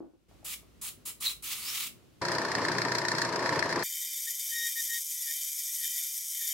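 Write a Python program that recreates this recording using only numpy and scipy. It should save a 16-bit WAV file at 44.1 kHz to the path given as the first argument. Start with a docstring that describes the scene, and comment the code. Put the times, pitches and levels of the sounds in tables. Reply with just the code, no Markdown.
"""Drill press in a small workshop

A thud dies away on the bench, then five squirts of cutting oil hiss from an aerosol can as filtered turbulence noise;
two of them whistle across the hole like air across a pipe. The press runs, rumbling and knocking once a motor turn
through resonances of its head; then the bit is heard close up, without echo. Dense micro-fractures of the steel bar
give a gritty, ringing hiss, and stick-slip makes short squeals."""
import sys
import numpy as np
from scipy import signal
from scipy.fft import rfft, irfft, next_fast_len
from scipy.io import wavfile

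SR = 44100
rng = np.random.default_rng(int(sys.argv[2]) if len(sys.argv) > 2 else 0)


def dump(signal):
    """Clip the signal to [-1, 1] and save it as 16-bit WAV at the path in sys.argv[1]."""
    limited = np.clip(np.atleast_2d(signal).T, -1, 1)
    pcm = np.round(limited * 32767).astype(np.int16)
    wavfile.write(sys.argv[1], SR, pcm)


N = 287952
T = np.arange(N) / SR
SIZE = next_fast_len(N + SR // 2, real=True) // 2 * 2
HZ = np.arange(SIZE // 2 + 1) * SR / SIZE + 1e-3  # kept above zero for logarithms and division

ROOM_ON, PRESS_ON, CUT_ON = .28, 2.213, 3.831  # start times in s

# Drive of the running press, relative levels: time_s, knock_weight_db, knock_edge_db, rumble_db
DRIVE_LEVELS = [(2.25, -33, -29, -34.5), (2.66, -19.5, -33.5, -34), (2.82, -19, -29.5, -35),
                (3.2, -30, -28.5, -36), (3.3, -35, -33, -33.5), (3.46, -20.5, -32.5, -33),
                (3.8, -21.5, -35.5, -34)]
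# Stick-slip chatter of the bit, mean pitch and relative level: start_s, end_s, pitch_hz, level_db
SQUEALS = [(4.267, 4.285, 1865, -31), (4.511, 4.682, 1870, -34), (4.754, 4.806, 1860, -32.5),
           (4.882, 4.976, 1870, -34.5), (5.255, 5.316, 1860, -43), (5.795, 5.845, 1852, -44),
           (5.972, 6.06, 1450, -67), (6.383, 6.46, 1847, -48)]


def undb(db):
    """Decibels to amplitude gain."""
    return 10 ** (np.asarray(db) / 20)


def unit(x):
    """Scale to rms 1."""
    return x / np.sqrt(np.mean(x ** 2))


def noise():
    """Two uncorrelated white noises: middle and side."""
    return rng.standard_normal((2, N))


def grit(spread_db):
    """Impulsive noise: exponential chance in dB makes a few samples far stronger (or weaker, if negative)."""
    excess = np.minimum(rng.exponential(size=N), 7)
    return unit(noise() * undb(spread_db * excess))


def walk(rate):
    """Slow random modulation of rms 1: straight lines between random values, rate of them a second."""
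    return unit(np.interp(T * rate, np.arange(N), rng.standard_normal(N)))


def gate(start, end, rise, fall):
    """Exponential build-up from start and decay after end; rise and fall are time constants in s."""
    build_up = 1 - np.exp(-np.maximum(T - start, 0) / rise)
    decay = np.exp(-np.maximum(T - end, 0) / fall)
    return build_up * decay


def colour(points):
    """Minimum-phase response through (Hz, dB) points, by folding the cepstrum onto positive time."""
    hz, db = np.transpose(points)
    log_gain = np.log(undb(np.interp(np.log(HZ), np.log(hz), db)))
    cepstrum = irfft(log_gain)
    causal = 2 * cepstrum[:SIZE // 2] * (np.arange(SIZE // 2) > 0)
    return np.exp(rfft(causal, SIZE))


def modes(rows):
    """Modal superposition: response of damped resonances at (Hz, half-power width Hz, peak dB)."""
    return sum(undb(db) / (1 + 1j * (HZ ** 2 - hz ** 2) / (HZ * width)) for hz, width, db in rows)


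def ripple(t60, wet_db):
    """Modal overlap: response of many weak, crowded resonances beside the direct path."""
    t = T[:SR // 8]
    tail = rng.standard_normal(len(t)) * np.exp(-np.log(1000) * t / t60)
    spectrum = rfft(tail, SIZE)
    return 1 + undb(wet_db) * unit(np.abs(spectrum)) * np.exp(1j * np.angle(spectrum))


def through(x, response):
    """Linear filtering by a response scaled to rms gain 1, so that white noise keeps its power."""
    gain = unit(np.abs(response) + 1e-12)
    return irfft(rfft(x, SIZE) * gain * np.exp(1j * np.angle(response)), SIZE)[..., :N]


def stereo(x, side_db, pan_db):
    """Sum and difference of middle and side give left and right; positive pan favours the left."""
    side = undb(side_db) * x[1]
    return np.array([(x[0] + side) * undb(pan_db / 2), (x[0] - side) * undb(-pan_db / 2)])


def workshop(x, t60, wet_db):
    """Diffuse reverberation: the walls return exponentially decaying noise after a gap of 4 ms."""
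    t = T[:SR // 2]
    tail = noise()[:, :len(t)] * np.exp(-np.log(1000) * t / t60) * (t > .004)
    tail /= np.sqrt(np.sum(tail ** 2, axis=1, keepdims=True))
    return x + undb(wet_db) * signal.fftconvolve(x, tail, axes=1)[:, :N]


def strikes(rows):
    """Impulsive excitation: one-sample pushes at (s, dB), each with a random share to the side."""
    s, db = np.transpose(rows)
    x = np.zeros((2, N))
    spread = np.array([np.ones(len(s)), rng.standard_normal(len(s))])
    x[:, (s * SR).astype(int)] = undb(db) * spread
    return x


def bench():
    """Impact excites the modes of the table; the can is tapped over the broadband air and low hum of the room."""
    # Soft bumps on the bench, relative level: start_s, level_db
    bump_rows = [(.005, -37), (0.029, -45), (.047, -47), (0.136, -54.5)]
    # Modes of the vice and table: frequency_hz, width_hz, level_db
    table_modes = [(328, 7.5, 0), (315, 53, 10), (460, 33, -14), (565, 18, -10), (900, 70, -34),
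                   (1470, 3, -1)]
    # Fingers tapping the can: start_s, level_db
    tap_rows = [(.311, -56.5), (0.428, -55), (.628, -57), (2.025, -63)]
    # Spectrum of the room air: frequency_hz, level_db
    air_spectrum = [(15, -45), (25, -29), (53, -11), (87, -2.5), (120, -5.5), (335, -8.5), (818, -24.5),
                    (1400, -23.5), (1520, -27.5), (2840, -26.5), (16000, -38)]
    thuds = undb(22.0) * through(strikes(bump_rows), modes(table_modes) / (1 + (HZ / 1100) ** 4))
    touch = sum(undb(db) * gate(s, s + 0.0021, 0.0011, 0.003) for s, db in tap_rows)
    taps = through(noise() * touch, modes([(690, 470, 0)]) ** 2)
    air = through(noise(), colour(air_spectrum)) * undb(1.0 * walk(7.9))
    hum_hz = 55 + 2 * walk(8.7)
    hum = undb(-66 + 5.1 * walk(3.6)) * np.sin(2 * np.pi * np.cumsum(hum_hz) / SR)
    # the room is fainter at first and fades out as the press comes in
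    presence = gate(ROOM_ON, PRESS_ON, .005, 0.011) + undb(-11.0) * (T < ROOM_ON)
    room = (undb(-62.0) * stereo(air, -2, 0.25) + hum) * presence
    return workshop(stereo(thuds + taps, -23, 0.56), t60=0.27, wet_db=2.0) + room


def crossing(centre, length):
    """Exponential swell up to centre and decay after it; length is the time constant in s."""
    return np.exp(-np.abs(T - centre) / length)


def spray():
    """Turbulent jet noise, droplet impacts a moment later on the steel, and pipe resonance of the blown hole."""
    # Presses of the nozzle: start_s, end_s, jet_db, splash_db
    squirt_rows = [(0.444, 0.535, -41, -42), (0.812, 0.886, -39.5, -42.5), (1.052, 1.096, -38.5, -43),
                   (1.202, 1.311, -40, -39.5), (1.422, 1.868, -43, -39)]
    # The aim wanders in the long squirt: time_s, splash_change_db
    aim_changes = [(1.43, -0.5), (1.525, 2.5), (1.575, -7), (1.77, 3.5), (1.86, 0)]
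    # The jet sweeps across the hole: centre_s, swell_s, level_db, pitch_hz, climb_hz_per_s, width_hz
    whistle_rows = [(1.267, 0.014, -28.5, 4080, 2, 220), (1.691, 0.053, -42, 5300, 12502, 520)]
    # Oil spits out of the hole: start_s, level_db
    spit_rows = [(1.268, -23), (1.278, -26)]
    # Spectra of the jet and of the wet splash: frequency_hz, level_db
    jet_spectrum = [(600, -21.5), (1200, -6.5), (1600, -20), (2400, -13), (4000, -9), (6300, -9.5),
                    (7400, -2.5), (8700, -3), (10700, -0.5), (12500, -5.5), (13800, -15.5), (15500, -3)]
    wet_spectrum = [(500, -34), (800, -16), (1220, -1.5), (1550, -7), (2200, 4), (3500, 5), (4800, 1),
                    (8000, 0.5), (10000, -3.5), (15500, 1)]
    hole_hz, hole_width_hz = 3980, 350

    flow, landing = np.zeros(N), np.zeros(N)
    for start, end, jet_db, splash_db in squirt_rows:
        # the nozzle spits before it hisses steadily
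        spit = .5 * gate(start, start + 0.0066, 0.0031, 0.014)
        flow += undb(jet_db) * (gate(start, end, 0.0057, 0.017) + spit)
        landing += undb(splash_db) * gate(start + 0.0078, end + 0.0053, 0.014, 0.01)
    landing = landing * undb(np.interp(T, *np.transpose(aim_changes), left=0))

    puffs = sum(undb(db) * gate(s, s + 0.0016, .0005, 0.0026) for s, db in spit_rows)
    whistle = through(noise() * puffs, modes([(hole_hz, hole_width_hz, 0)]) ** 2)
    # each crossing swells, fades and splashes more; the pipe note climbs as oil fills the hole
    for s, length, db, hz, climb, width in whistle_rows:
        eddies = through(noise(), 1 / (1 + (HZ / width) ** 4))
        pitch = hz + climb * np.clip(T - s, -2 * length, 2 * length)
        carrier = np.sqrt(2) * np.sin(2 * np.pi * np.cumsum(pitch) / SR)
        whistle = whistle + undb(db) * crossing(s, length) * eddies * carrier
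        landing = landing + undb(db - 8) * crossing(s - .013, length)

    jet = through(noise() * flow, colour(jet_spectrum) * ripple(t60=0.11, wet_db=-12.5))
    droplets = grit(spread_db=0.5) * landing * undb(2.1 * walk(120))
    splash = through(droplets, colour(wet_spectrum) * ripple(t60=0.14, wet_db=-21.5))
    return workshop(stereo(jet + splash, -5.0, -.2) + stereo(whistle, -10, -.3), t60=0.23, wet_db=-6.0)


def knocks(turns):
    """Periodic impact, one a motor turn, softened by belt slack: rows of (s, dB) for weight and edge."""
    belt_hz, tight_s = 7.6, 2.812  # laps of the belt; a time when its stiff part pulls hardest
    slack_db = -11  # change of a knock under the slackest belt
    scatter_db, jitter_s = 3, .0006  # standard deviations in level and time
    weight_lag_s = 0.001993  # the head is pushed this long after the edge first touches
    s = T[1:][(np.diff(np.floor(turns)) > 0) & (T[1:] > PRESS_ON) & (T[1:] < CUT_ON)]
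    late, heavy, sharp = rng.standard_normal((len(s), 3)).T
    slack = slack_db * (1 - np.abs(np.cos(np.pi * belt_hz * (s - tight_s))))
    at, weight_db, edge_db, _ = np.transpose(DRIVE_LEVELS)
    s = s + jitter_s * late
    weight = np.c_[s + weight_lag_s, np.interp(s, at, weight_db) + slack + scatter_db * heavy]
    edge = np.c_[s, np.interp(s, at, edge_db) + slack + scatter_db * sharp]
    return weight, edge


def press():
    """Rotating machinery: motor tones and belt rumble, with each turn shaking the head and knocking the loose drive."""
    # Spectra of the rumble and of the clacking edges: frequency_hz, level_db
    rumble_spectrum = [(24, -59.5), (40, -36), (106, -6), (215, -7), (337, 0), (630, -2), (790, -8.5),
                       (942, 1.5), (1210, -6), (1760, -12.5), (2980, -12), (4240, -10.5), (5580, -13.5),
                       (9450, -13.5), (16000, -58)]
    clack_spectrum = [(300, -32.5), (1200, -4.5), (1900, 5.5), (2900, -19), (4300, -1.5), (5600, -4),
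                      (6300, -12.5), (9600, -16.5), (10900, -28.5), (12300, -25.5), (13000, -34.5),
                      (15500, -33.5)]
    # Resonances of the head and belt guard: frequency_hz, width_hz, level_db
    head_modes = [(1000, 84, -13.5), (1742, 70, 5.5), (1828, 80, 6), (2016, 74, -2), (2116, 90, -6.5)]
    # Tones of motor, pulleys and bearings, mean pitch and peak level: pitch_hz, level_db
    motor_tones = [(119, -49), (156.5, -47.5), (179, -50), (354, -43.5), (412, -49), (658, -44),
                   (871, -50.5), (935, -47), (965, -50.5), (989, -46), (1136, -54), (1794, -52)]
    turn_hz, in_step_s = 30.0, 2.816  # motor turns; the nominal time of one knock
    slip_at_s, slip_s = 3.27, .0085  # the belt slips once; later knocks are delayed by this much
    running = gate(PRESS_ON, CUT_ON, 0.0061, 0.0033)
    turns = (T - in_step_s - slip_s * (T > slip_at_s)) * turn_hz
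    at, _, _, rumble_db = np.transpose(DRIVE_LEVELS)
    shake = unit(np.exp(-(turns % 1) / 0.21) + 0.84) * undb(2.0 * walk(45))
    # part of the clatter comes round again on the next turn: a feedback comb
    repeat = 1 / (1 - .3 * np.exp(-2j * np.pi * HZ / turn_hz))

    rumble_response = colour(rumble_spectrum) * repeat / (1 + (HZ / 2500) ** 4)
    rumble = through(noise() * undb(2.13 * walk(50)), rumble_response)
    tones = np.zeros(N)
    for hz, db in motor_tones:
        phase = 2 * np.pi * np.cumsum(hz + 2 * walk(14)) / SR
        tones += undb(db + 2 * walk(4.7)) * np.sin(phase)
    body = stereo(undb(np.interp(T, at, rumble_db)) * rumble, -13.5, 1.8)
    body = body + stereo([tones, np.zeros(N)], 0, 1.8)

    # the weight of a knock rings the head; its edge chatters for a few ms
    weight, contact = (strikes(rows) for rows in knocks(turns))
    chatter = gate(0, 0.0035, 0.00062, 0.0037)[:SR // 10]
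    edge = noise() * signal.fftconvolve(contact[0], chatter)[:N]
    loose = undb(-44.0) * through(grit(spread_db=2.5), repeat) * shake
    rattle = through(loose + undb(16.0) * weight, modes(head_modes) / (1 + (HZ / 2600) ** 8))
    scrape = undb(-42.0) * grit(spread_db=-1.5) * shake
    clack = through(scrape + edge, colour(clack_spectrum) * ripple(t60=.03, wet_db=-5.5))
    clatter = stereo(rattle, -5.5, 1) + stereo(clack, 1.7, 1)
    return running * (body + workshop(clatter, t60=.2, wet_db=-13.5))


def gripping():
    """Stick-slip amplitude: the chatter builds up and lets go exponentially in each squeal."""
    return sum(undb(db) * gate(on, off, 0.021, 0.0073) for on, off, _, db in SQUEALS)


def cut():
    """Brittle fracture: the chip shears off in countless tiny cracks that excite the modes of bit and bar."""
    # Pressure on the bit, relative levels: time_s, hiss_db, ringing_db
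    feed_levels = [(3.86, -38.5, -46), (4.22, -36.5, -50.5), (4.98, -34.5, -49.5), (5.01, -36, -56),
                   (5.34, -34.5, -46), (5.64, -35.5, -54), (5.95, -35, -46.5), (6.25, -36, -56.5),
                   (6.5, -34, -45)]
    # Spectra of the shaving hiss and of the table rumble: frequency_hz, level_db
    shaving_spectrum = [(600, -44.5), (1100, -39), (1700, -34.5), (2050, -33.5), (2600, -20.5), (3300, -12),
                        (4200, -15.5), (5200, -7), (6900, 1), (7550, -6.5), (8300, -2), (10300, -7.5),
                        (13000, -0.5), (14200, -17), (15700, -9.5)]
    bed_spectrum = [(18, -40), (30, -6.5), (188, 5), (323, 2.5), (688, -21), (1200, 0.5), (1560, -23),
                    (2640, -120)]
    # Ringing of bit and bar: frequency_hz, width_hz, level_db
    steel_modes = [(1944, 7.7, 1), (2121, 61, -7), (2253, 5.9, -1), (2384, 9.8, 1.5), (3098, 9.5, 6),
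                   (3168, 13, 1.5), (3566, 21.5, 3.5), (3740, 27, -3.5), (4620, 24, -0.5), (4910, 20, 0),
                   (5440, 30, -2.5), (6000, 18, -13), (5966, 12, -7), (5970, 15, 0), (7090, 110, 1.5),
                   (8130, 220, -3), (9900, 96, -12), (11270, 23, 4.5), (11700, 120, -2), (12300, 54, 1.5),
                   (12800, 21, -1.5), (13400, 85, 2.5), (14030, 200, -6.5), (14900, 290, -13)]
    node_hz, node_width_hz = 2783, 170
    grip_ring_db = -15.5  # ringing that a squeal adds, against its own level
    bed_share = 1  # extra table rumble in the firmest squeal, as a share of its amplitude
    s, hiss_db, ring_db = np.transpose(feed_levels)
    grip = gripping()

    # the cutting lips bite unevenly and flutter
    flutter = np.zeros(N)
    for hz, depth in [(154, 0.19), (322, 0.044)]:
        flutter += depth * np.sin(2 * np.pi * np.cumsum(hz + 0.72 * walk(1.7)) / SR)
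    bite = unit((1 + flutter) * undb(1.0 * walk(45) + 0.88 * walk(500)))
    strain = undb(np.interp(T, s, ring_db) + 9.5) + undb(grip_ring_db) * grip
    # hiss and ringing share one narrow silent band
    node = (1 - modes([(node_hz, node_width_hz, 0)])) ** 2

    hiss_response = colour(shaving_spectrum) * ripple(t60=0.039, wet_db=-1) * node
    hiss = through(grit(spread_db=2.5) * bite, hiss_response) * undb(np.interp(T, s, hiss_db) - 0.53)
    ring_response = modes(steel_modes) * node / (1 + (1600 / HZ) ** 8)
    ring = through(grit(spread_db=4) * bite, ring_response) * strain
    bed = undb(-86.0) * through(noise() * undb(2 * walk(7.6)), colour(bed_spectrum))
    bed = bed * (1 + bed_share * grip / grip.max())
    return gate(CUT_ON, T[-1], 0.0017, .01) * (stereo(hiss + bed, -14.5, 1.1) + stereo(ring, -27, 1.2))


def squeal():
    """Stick-slip locks onto a twisting mode of the bit; a weak grip wavers, a firm one sings clean with overtones."""
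    start, end, hz, _ = np.transpose(SQUEALS)
    grip = gripping()
    firm = grip / grip.max()
    pitch = np.interp(T, np.c_[start, end].ravel(), np.repeat(hz, 2))
    pitch = pitch + 4 * walk(25) + (1 - firm) * (16 * walk(30) + 36 * walk(400))
    phase = 2 * np.pi * np.cumsum(pitch) / SR
    harmonics_db = [-1.5, -7.0, -6.5, -21]  # at full grip
    tone = sum(undb(db) * firm ** k * np.sin((k + 1) * phase) for k, db in enumerate(harmonics_db))
    waver = undb(3.5 * (1 - firm) * walk(180) + 0.7 * walk(40))
    return stereo([tone * grip * waver, np.zeros(N)], 0, 2.7)


def scene():
    """Superposition of the sources: oil first, then the running press, then the cut."""
    return bench() + spray() + press() + cut() + squeal()


def record(dry):
    """Band limitation: a steep elliptic low-pass removes the top of the spectrum."""
    top_hz = 15750
    return signal.sosfilt(signal.ellip(10, .2, 75, top_hz, fs=SR, output="sos"), dry)


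dry = scene()
out = record(dry)
dump(out)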